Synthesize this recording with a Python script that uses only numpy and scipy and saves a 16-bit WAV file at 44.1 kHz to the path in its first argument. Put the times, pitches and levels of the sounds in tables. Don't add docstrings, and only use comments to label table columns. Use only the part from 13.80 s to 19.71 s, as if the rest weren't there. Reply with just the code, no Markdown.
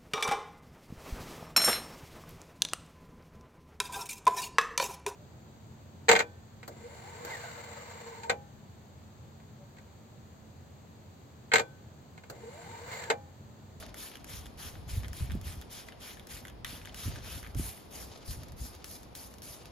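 import sys
import numpy as np
from scipy import signal
from scipy.fft import rfft, irfft, next_fast_len
from scipy.io import wavfile
from scipy.ndimage import uniform_filter1d

SR = 44100
rng = np.random.default_rng(int(sys.argv[2]) if len(sys.argv) > 2 else 0)


def decibels_to_gain(level_db):
    exponent = np.asarray(level_db, float) / 20
    return 10 ** exponent


def to_wav(sig):
    pcm = np.clip(np.atleast_2d(sig), -1, 1) * 32767
    pcm = np.round(pcm).astype(np.int16)
    wavfile.write(sys.argv[1], SR, pcm.T)


N = 260631
FAST = next_fast_len(N)
TIME_S = np.arange(N) / SR
COARSE_S = np.arange(0, N / SR + .002, .001)


def read(points, hz):
    f, *values = np.transpose(points)
    return np.squeeze([np.interp(np.log(hz + 1), np.log(f + 1), v) for v in values])


def evened(x):
    return x / np.sqrt(np.mean(x ** 2) + 1e-20)


def coloured(x, points):
    gain = decibels_to_gain(read(points, np.fft.rfftfreq(FAST, 1 / SR)))
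    return evened(irfft(rfft(x, FAST) * gain, FAST)[..., :N])


def slow(hz):
    b, a = signal.butter(2, hz, fs=SR)
    return evened(signal.lfilter(b, a, rng.standard_normal(N)))


def ringing(t, hz, t60):
    return decibels_to_gain(-60 * t / t60) * np.sin(2 * np.pi * hz * t)


def swelling(at, rise, fade_db_per_s):
    u = COARSE_S - at
    return np.clip(1 + u / rise, 0, 1) * decibels_to_gain(fade_db_per_s * np.maximum(u, 0))


def from_coarse(level):
    return np.interp(TIME_S, COARSE_S, level)


def droplets(per_s, spread_db, hiss):
    size = decibels_to_gain(spread_db * np.minimum(rng.exponential(1, N), 5))
    size = size * (rng.random(N) < per_s / SR)
    return evened(size) * rng.choice([-1., 1.], (2, N)) + hiss * rng.standard_normal((2, N))


# f/Hz, level/dB
OUTDOORS = [(120, -17), (200, -0.5), (460, -2.5), (786, -4), (1650, -17), (3330, -20), (5120, -23),
            (7000, -40), (9100, -31), (15400, -120)]


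def outdoors():
    level_db, swell_db, swell_s, width_s = -55, 4, 4.2, 0.076
    swell = swell_db * np.exp(-((TIME_S - swell_s) / width_s) ** 2)
    return decibels_to_gain(level_db + swell) * coloured(rng.standard_normal((2, N)), OUTDOORS)


# t/s, buffet level/dB
WIND = [(0.0, -50), (0.3, -62), (0.55, -49.5), (0.8, -53), (1.05, -46), (1.25, -47.5), (1.6, -53),
        (1.7, -49), (2.09, -59.5), (2.67, -51.5), (3.18, -53), (3.5, -48), (4.05, -61.5), (4.23, -51.5),
        (4.38, -59), (4.84, -47), (4.9, -58), (5.91, -56.5)]
# f/Hz, level/dB
BUFFET = [(20, -68), (35, -2.5), (55, 5.5), (85, 3), (125, -2), (170, -13), (300, -63.5)]
# f/Hz, level/dB
RUMBLE = [(90, -32), (150, 6.5), (220, 11.5), (320, 2), (500, -35)]
# t/s, peak level/dB, f/Hz, sharp edge over peak/dB
POPS = [(1.125, -25.5, 97.6, -25), (1.166, -19.5, 90, -16.5), (1.21, -26, 80.5, -30),
        (1.244, -26, 100, -20), (1.406, -18, 90.5, -22), (1.491, -22, 82, -20), (1.515, -17.5, 86, -24),
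        (1.54, -29, 57, -24), (1.552, -31.5, 90, 5), (1.665, -29.5, 80, -18), (1.761, -34, 90.5, -11.5),
        (2.93, -35, 61.3, -8), (3.258, -19.5, 96, -17), (3.278, -26.5, 121, -7.5), (3.372, -31, 70.6, -10),
        (3.576, -43.5, 110, 6), (3.618, -51, 64, -22), (3.68, -35, 102, -1), (3.754, -18.5, 99, -12),
        (3.796, -25, 69.6, -2.5), (4.48, -24.5, 62, -30), (4.571, -28, 61, -25)]


def wind():
    rumble_db, rumble_follows = -58.5, 0.35
    wake_db, wake_rise_s, wake_t60_s, edge_t60_s = -13.5, 0.0098, 0.35, 0.068
    gust_db = np.interp(COARSE_S, *np.transpose(WIND))
    gust = decibels_to_gain(gust_db)
    rumble = decibels_to_gain(rumble_db + rumble_follows * (gust_db - gust_db.mean()))

    pops, u = np.zeros(N + 2000), np.arange(2000) / SR
    for at, peak_db, hz, edge_db in POPS:
        thump = np.minimum(u / 0.0042, 1) * ringing(u, hz, 0.16)
        edge = np.minimum(u / 0.0018, 1) * decibels_to_gain(edge_db + 13.0) * ringing(u, 235, 0.016)
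        start = round(at * SR)
        pops[start:start + 2000] += decibels_to_gain(peak_db - 8.5) * (thump + edge)
        wake = decibels_to_gain(peak_db + wake_db) * swelling(at + wake_rise_s, wake_rise_s, -60 / wake_t60_s)
        edge_wake = decibels_to_gain(peak_db + edge_db - 5.5) * swelling(at + 0.0017, wake_rise_s, -60 / edge_t60_s)
        gust, rumble = np.hypot(gust, wake), np.hypot(rumble, edge_wake)

    eddies = rng.standard_normal((2, N))
    low = coloured(eddies, BUFFET) * from_coarse(gust) * decibels_to_gain(1.0 + 2.2 * slow(17.7))
    high = coloured(eddies, RUMBLE) * from_coarse(rumble) * decibels_to_gain(-3.0 + 2.0 * slow(26.0))
    shared, apart = low + high
    pops_at_ports = pops[:N] * decibels_to_gain([[.7], [-.7]])
    return shared + pops_at_ports + 0.3 * apart * np.array([[1], [-1]])


# f/Hz, level/dB
DRIBBLE_COLOUR = [(700, 5.5), (1100, 0.5), (2000, -3), (4500, -0.5), (8000, -8), (13000, -22),
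                  (15500, -11.5)]


def dribble():
    drip_db, lead_s, rise_s, fade_db_per_s = -77.5, 0.069, 0.077, -63.5
    level = decibels_to_gain(drip_db)
    for start, _, length, _, refill_db in STROKES:
        peak_s = start + length - lead_s + rise_s
        level = level + decibels_to_gain(refill_db) * swelling(peak_s, rise_s, fade_db_per_s)
    drops = coloured(droplets(1500, 3.1, 5.7), DRIBBLE_COLOUR)
    return from_coarse(level) * decibels_to_gain(-8.0 + 3.85 * slow(27)) * drops


# f/Hz, t60/s, level/dB
HOUSING = [
    (1977, 0.0032, -2),
    (3330, 0.0042, 1.5),
    (5960, .0008, 6),
    (10040, 0.00044, 6.5),
]


def clicks(rows, trigger_db, crack_db, snap_db):
    out, t = np.zeros((2, N + 1000)), np.arange(1000) / SR
    chance = rng.standard_normal((len(rows), 2, 1000))
    detune = 0.07 * rng.uniform(-1.3, 1, (len(rows), 4))
    for (s, neck_db, sharp_db), noise, off in zip(rows, chance, detune):
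        knocks = noise * (decibels_to_gain(-60 * t / 0.0091) + 0.23 * decibels_to_gain(-60 * t / 0.087))
        knocks[:, 0] = 0.71
        parts_db = [0, trigger_db, crack_db + sharp_db, snap_db + sharp_db]
        start = round(s * SR)
        for (hz, t60, db), part_db, d in zip(HOUSING, parts_db, off):
            ring = ringing(t[None, :300], hz * (1 + d), t60)
            part = signal.fftconvolve(knocks, ring)[:, :1000]
            part = part / abs(part).max(axis=1, keepdims=True)
            out[:, start:start + 1000] += decibels_to_gain(neck_db + part_db + db) * part
    return signal.sosfilt(signal.butter(3, 1250, "high", fs=SR, output="sos"), out[:, :N])


# t/s, neck ring level/dB, sharpness/dB
TICKS = [(0.4439, -41, -8), (1.282, -47, -2.5), (1.331, -39, -9.5), (1.6133, -47.5, -5.5),
         (2.4703, -50, -1.5), (3.1444, -39.5, -7.5), (3.748, -45, -5), (4.375, -57, -1), (4.5091, -57, 10),
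         (4.6334, -56, 4), (4.6839, -56.5, 0), (4.7204, -53.5, -1), (4.8404, -66, 8), (4.926, -68, -9),
         (4.95, -60, 5), (5.0432, -51.5, 8), (5.232, -61, 6), (5.3518, -53, 7), (5.5398, -55, 2),
         (5.5835, -64, 9), (5.6201, -56.5, 8), (5.8563, -56, 4.5)]


def valve_ticks():
    return clicks(TICKS, trigger_db=-11, crack_db=4, snap_db=4.5)


# t/s, neck ring level/dB, sharpness/dB
RATTLE = [(0.064, -49, 8), (0.092, -56, 5), (0.3152, -46, 0), (0.3371, -46.5, -5), (0.3551, -43, 5),
          (0.37, -50, 9), (0.658, -46, 6), (0.6663, -48.5, 5), (1.2554, -49, -4.5), (1.5184, -44.5, 6),
          (1.8141, -48.5, 9.5), (1.8218, -46, 1), (2.1221, -45.5, -6), (2.2106, -49, -4),
          (2.396, -45.5, 0.5), (2.507, -44, -8), (2.6708, -48.5, 6), (2.6814, -47.5, 6.5), (2.699, -49, 2),
          (2.8465, -29, -6), (3.05, -44.5, -5), (3.0557, -42.5, 3.5), (3.0943, -44.5, -8), (3.4067, -55, 3)]


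def piston_rattle():
    return clicks(RATTLE, trigger_db=1.5, crack_db=-9, snap_db=-7.5)


# t/s, neck ring level/dB, sharpness/dB
KNOCKS = [(0.0257, -36.5, -6), (0.143, -37, 8.5), (0.954, -41, -7), (1.2336, -36, -2), (1.2374, -43, -6),
          (1.2453, -29.5, -14), (1.4875, -52, -3), (1.499, -37, -8), (1.507, -32, -11), (1.512, -38, -13),
          (2.0857, -33.5, -2), (2.371, -34.5, -8), (2.6517, -32, 0.5), (2.8472, -28.5, 4), (3.015, -41, -8),
          (3.0725, -36, 0), (3.316, -42, -2), (3.338, -42, -6), (3.3513, -43, 4), (3.359, -35, 5),
          (3.6293, -37, 8), (3.638, -41, 0), (3.6461, -33.5, -9), (3.655, -41, -2), (3.664, -37.5, -5),
          (3.672, -40, 5), (3.9752, -42, 8)]


def trigger_knocks():
    return clicks(KNOCKS, trigger_db=-13.5, crack_db=-19.5, snap_db=-15)


def patchy(x, depth_db):
    z = signal.stft(x, nperseg=256)[2]
    patches = uniform_filter1d(rng.standard_normal(z.shape[1:]), size=5, axis=0)
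    patches = uniform_filter1d(patches, size=10, axis=1)
    return signal.istft(z * decibels_to_gain(depth_db * evened(patches)), nperseg=256)[1][:, :N]


# start t/s, rise/s, length/s, jet level/dB, refill sizzle level/dB
STROKES = [(-0.06, .03, 0.095, -50.5, -47.5), (0.153, 0.035, 0.18, -54.5, -61),
           (0.458, 0.043, .19, -57, -59.5), (0.768, 0.032, 0.18, -55, -56),
           (1.075, 0.02, .16, -55.5, -50.5), (1.329, 0.036, .17, -56, -61),
           (1.626, .036, 0.16, -56.5, -56.5), (1.892, .03, .17, -57.5, -54.5),
           (2.191, 0.049, 0.18, -57.5, -64), (2.484, 0.023, 0.15, -56.5, -75),
           (2.855, 0.011, 0.17, -57, -47.5), (3.144, 0.048, 0.2, -54, -43.5),
           (3.407, 0.11, 0.243, -54, -61), (3.761, 0.025, 0.2, -49.5, -53), (4.099, 0.043, 0.2, -56, -46.5),
           (4.44, 0.077, 0.15, -52.5, -54.5), (4.753, 0.096, .17, -54, -50), (5.037, 0.062, 0.18, -57, -61),
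           (5.346, .01, .17, -56.5, -67), (5.62, .012, 0.18, -55.5, -52.5)]
# t/s, splash over jet/dB, mist over jet/dB
AIM = [(.23, -3.5, -7), (.55, -0.5, -1.5), (1.13, -2.5, -11), (1.4, -1.5, -13), (1.96, -1, -0.5),
       (2.28, 2, -3.5), (2.54, -2.5, -6), (2.95, 2, -1), (3.23, -3, -4), (3.45, 6, -1), (3.6, -7.5, -12),
       (3.8, -21, -38), (4.17, -5.5, -2), (4.52, -29, -4), (5.14, -34, -4.5), (5.43, -19, -7),
       (5.69, -18, -10.5)]
# f/Hz, level/dB
JET = [(3000, -7), (7000, -3.5), (8500, 1), (10500, 1.5), (12800, -3.5), (15400, 2), (16000, -3)]
# f/Hz, level/dB
SPLASH = [(500, -29), (1000, -5), (1500, 0), (2300, 0.5), (3300, 4), (4300, -6.5), (6000, -43)]
# f/Hz, level/dB
MIST = [(2500, -31), (4500, -0.5), (5500, 5), (7000, -3.5), (9000, -47)]


def spray():
    open_db, sag_db, shut_db, release_s = -11, -1, -16, 0.06
    squeeze = np.zeros(N)
    for start, rise, length, jet_db, _ in STROKES:
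        s = start + np.array([0, rise, max(length - release_s, rise), length])
        level_db = jet_db + np.interp(TIME_S, s, [open_db, 0, sag_db, shut_db])
        opening = np.clip((TIME_S - start) / (0.3 * rise), 0, 1)
        squeeze += opening * (TIME_S < s[-1]) * decibels_to_gain(level_db)
    leak = np.exp(-1 / (0.087 * SR))
    squeeze = np.maximum(squeeze, 0.42 * signal.lfilter([1 - leak], [1, -leak], squeeze))

    s, splash_db, mist_db = np.transpose(AIM)
    drops = droplets(5000, 1.6, 1.2)
    jet = coloured(drops, JET) * decibels_to_gain(8.5 + 1.0 * slow(60))
    splash = coloured(drops, SPLASH) * decibels_to_gain(np.interp(TIME_S, s, splash_db) + 0.75 * slow(27))
    mist = coloured(drops, MIST) * decibels_to_gain(np.interp(TIME_S, s, mist_db) + 1.1 * slow(71))
    flutter = decibels_to_gain(0.37 * slow(77))
    return uniform_filter1d(squeeze, size=260) * flutter * patchy(jet + splash + mist, depth_db=2.0)


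# f/Hz, t60/s
BAY_T60 = [(1000, 0.49), (4000, 0.15), (9000, 0.11), (15000, 0.018)]


def bay(x):
    hz, t, z = signal.stft(rng.standard_normal((2, SR // 3)), SR, nperseg=256)
    decay = decibels_to_gain(-60 * t / read(BAY_T60, hz)[:, None])
    tail = signal.istft(z * decay, SR, nperseg=256)[1]
    return signal.oaconvolve(x, tail / np.linalg.norm(tail[0]), axes=1)[:, :N]


# f/Hz, left lead/rad, near likeness/1, far likeness/1, left over right/dB
PORTS = [(102, -2.5, 0.29, 1, 1), (650, 0.55, 0.99, 0.078, 0.5), (1480, 0.54, 0.37, 0.061, 0.5),
         (3570, 0.17, 0.81, 0.11, 1.7), (5200, 1.1, 0.63, 0.1, 3.5), (6240, 1.44, 0.59, 0.17, 1),
         (7200, -2, 0.42, 0.4, 6.5), (7710, -2.5, 0.92, 0.8, 1), (8210, -2.5, 0.65, 0.96, -3),
         (10340, -5.5, 0.5, 0.69, 0), (12900, -7.5, 1, .8, 0), (14400, -9.0, .8, .8, -1),
         (14900, -9.5, 0.94, .85, 3), (15540, -10, .75, 0.75, 4)]


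def ports(pair, near):
    lead, same_near, same_far, pan_db = read(PORTS, np.fft.rfftfreq(FAST, 1 / SR))
    same = np.clip(same_near if near else same_far, 0, 1)
    left, twin = rfft(pair, FAST)
    right = same * left + np.sqrt(1 - same ** 2) * twin
    tilt = decibels_to_gain(pan_db / 2) * np.exp(.5j * lead)
    return irfft(np.array([left * tilt, right / tilt]), FAST)[:, :N]


def scene():
    bottle = spray() + trigger_knocks() + piston_rattle() + valve_ticks() + dribble()
    near = bottle + decibels_to_gain(-13.5) * bay(bottle)
    return ports(near, True) + ports(outdoors(), False) + wind()


def joint_stereo(x, low_db, high_db):
    lead_in = 333
    pair = np.pad([x[0] + x[1], x[0] - x[1]], ((0, 0), (lead_in, 0))) / 2
    hz, _, z = signal.stft(pair, SR, "cosine", nperseg=2048, noverlap=1024)
    power = (abs(z[:, :1024].reshape(2, 64, 16, -1)) ** 2).mean(axis=2)
    power = uniform_filter1d(uniform_filter1d(power, size=3, axis=2), size=2, axis=1)
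    power_db = 10 * np.log10(power + 1e-20)
    band_hz = hz[8:1024:16, None]

    treble = np.pad((np.diff(pair, n=2) ** 2).sum(axis=0), (512, 4096))
    blocks = treble[:z.shape[2] * 1024].reshape(-1, 128).mean(axis=1) + 1e-14
    before = np.convolve(blocks, [0, .25, .25, .25, .25])[:len(blocks)] + 1e-14
    steady = (blocks / before).reshape(-1, 8).max(axis=1) < 20

    weaker = power_db[::-1] - power_db > np.where(band_hz < 7400, low_db, high_db)
    mute = weaker & steady & (band_hz > 1500)
    z[:, :1024] *= np.repeat(~mute, 16, axis=1)
    y = signal.istft(z, SR, "cosine", nperseg=2048, noverlap=1024)[1]
    mid, side = y[:, lead_in:lead_in + N]
    return np.array([mid + side, mid - side])


def band_limit(x):
    return signal.sosfilt(signal.butter(12, 16500, fs=SR, output="sos"), x)


def record(dry):
    limited = signal.oaconvolve(dry, signal.firwin(255, 15900, fs=SR)[None], "same")
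    mix = joint_stereo(limited, low_db=9.5, high_db=4.5)
    return band_limit(mix)


dry = scene()
out = record(dry)
to_wav(out)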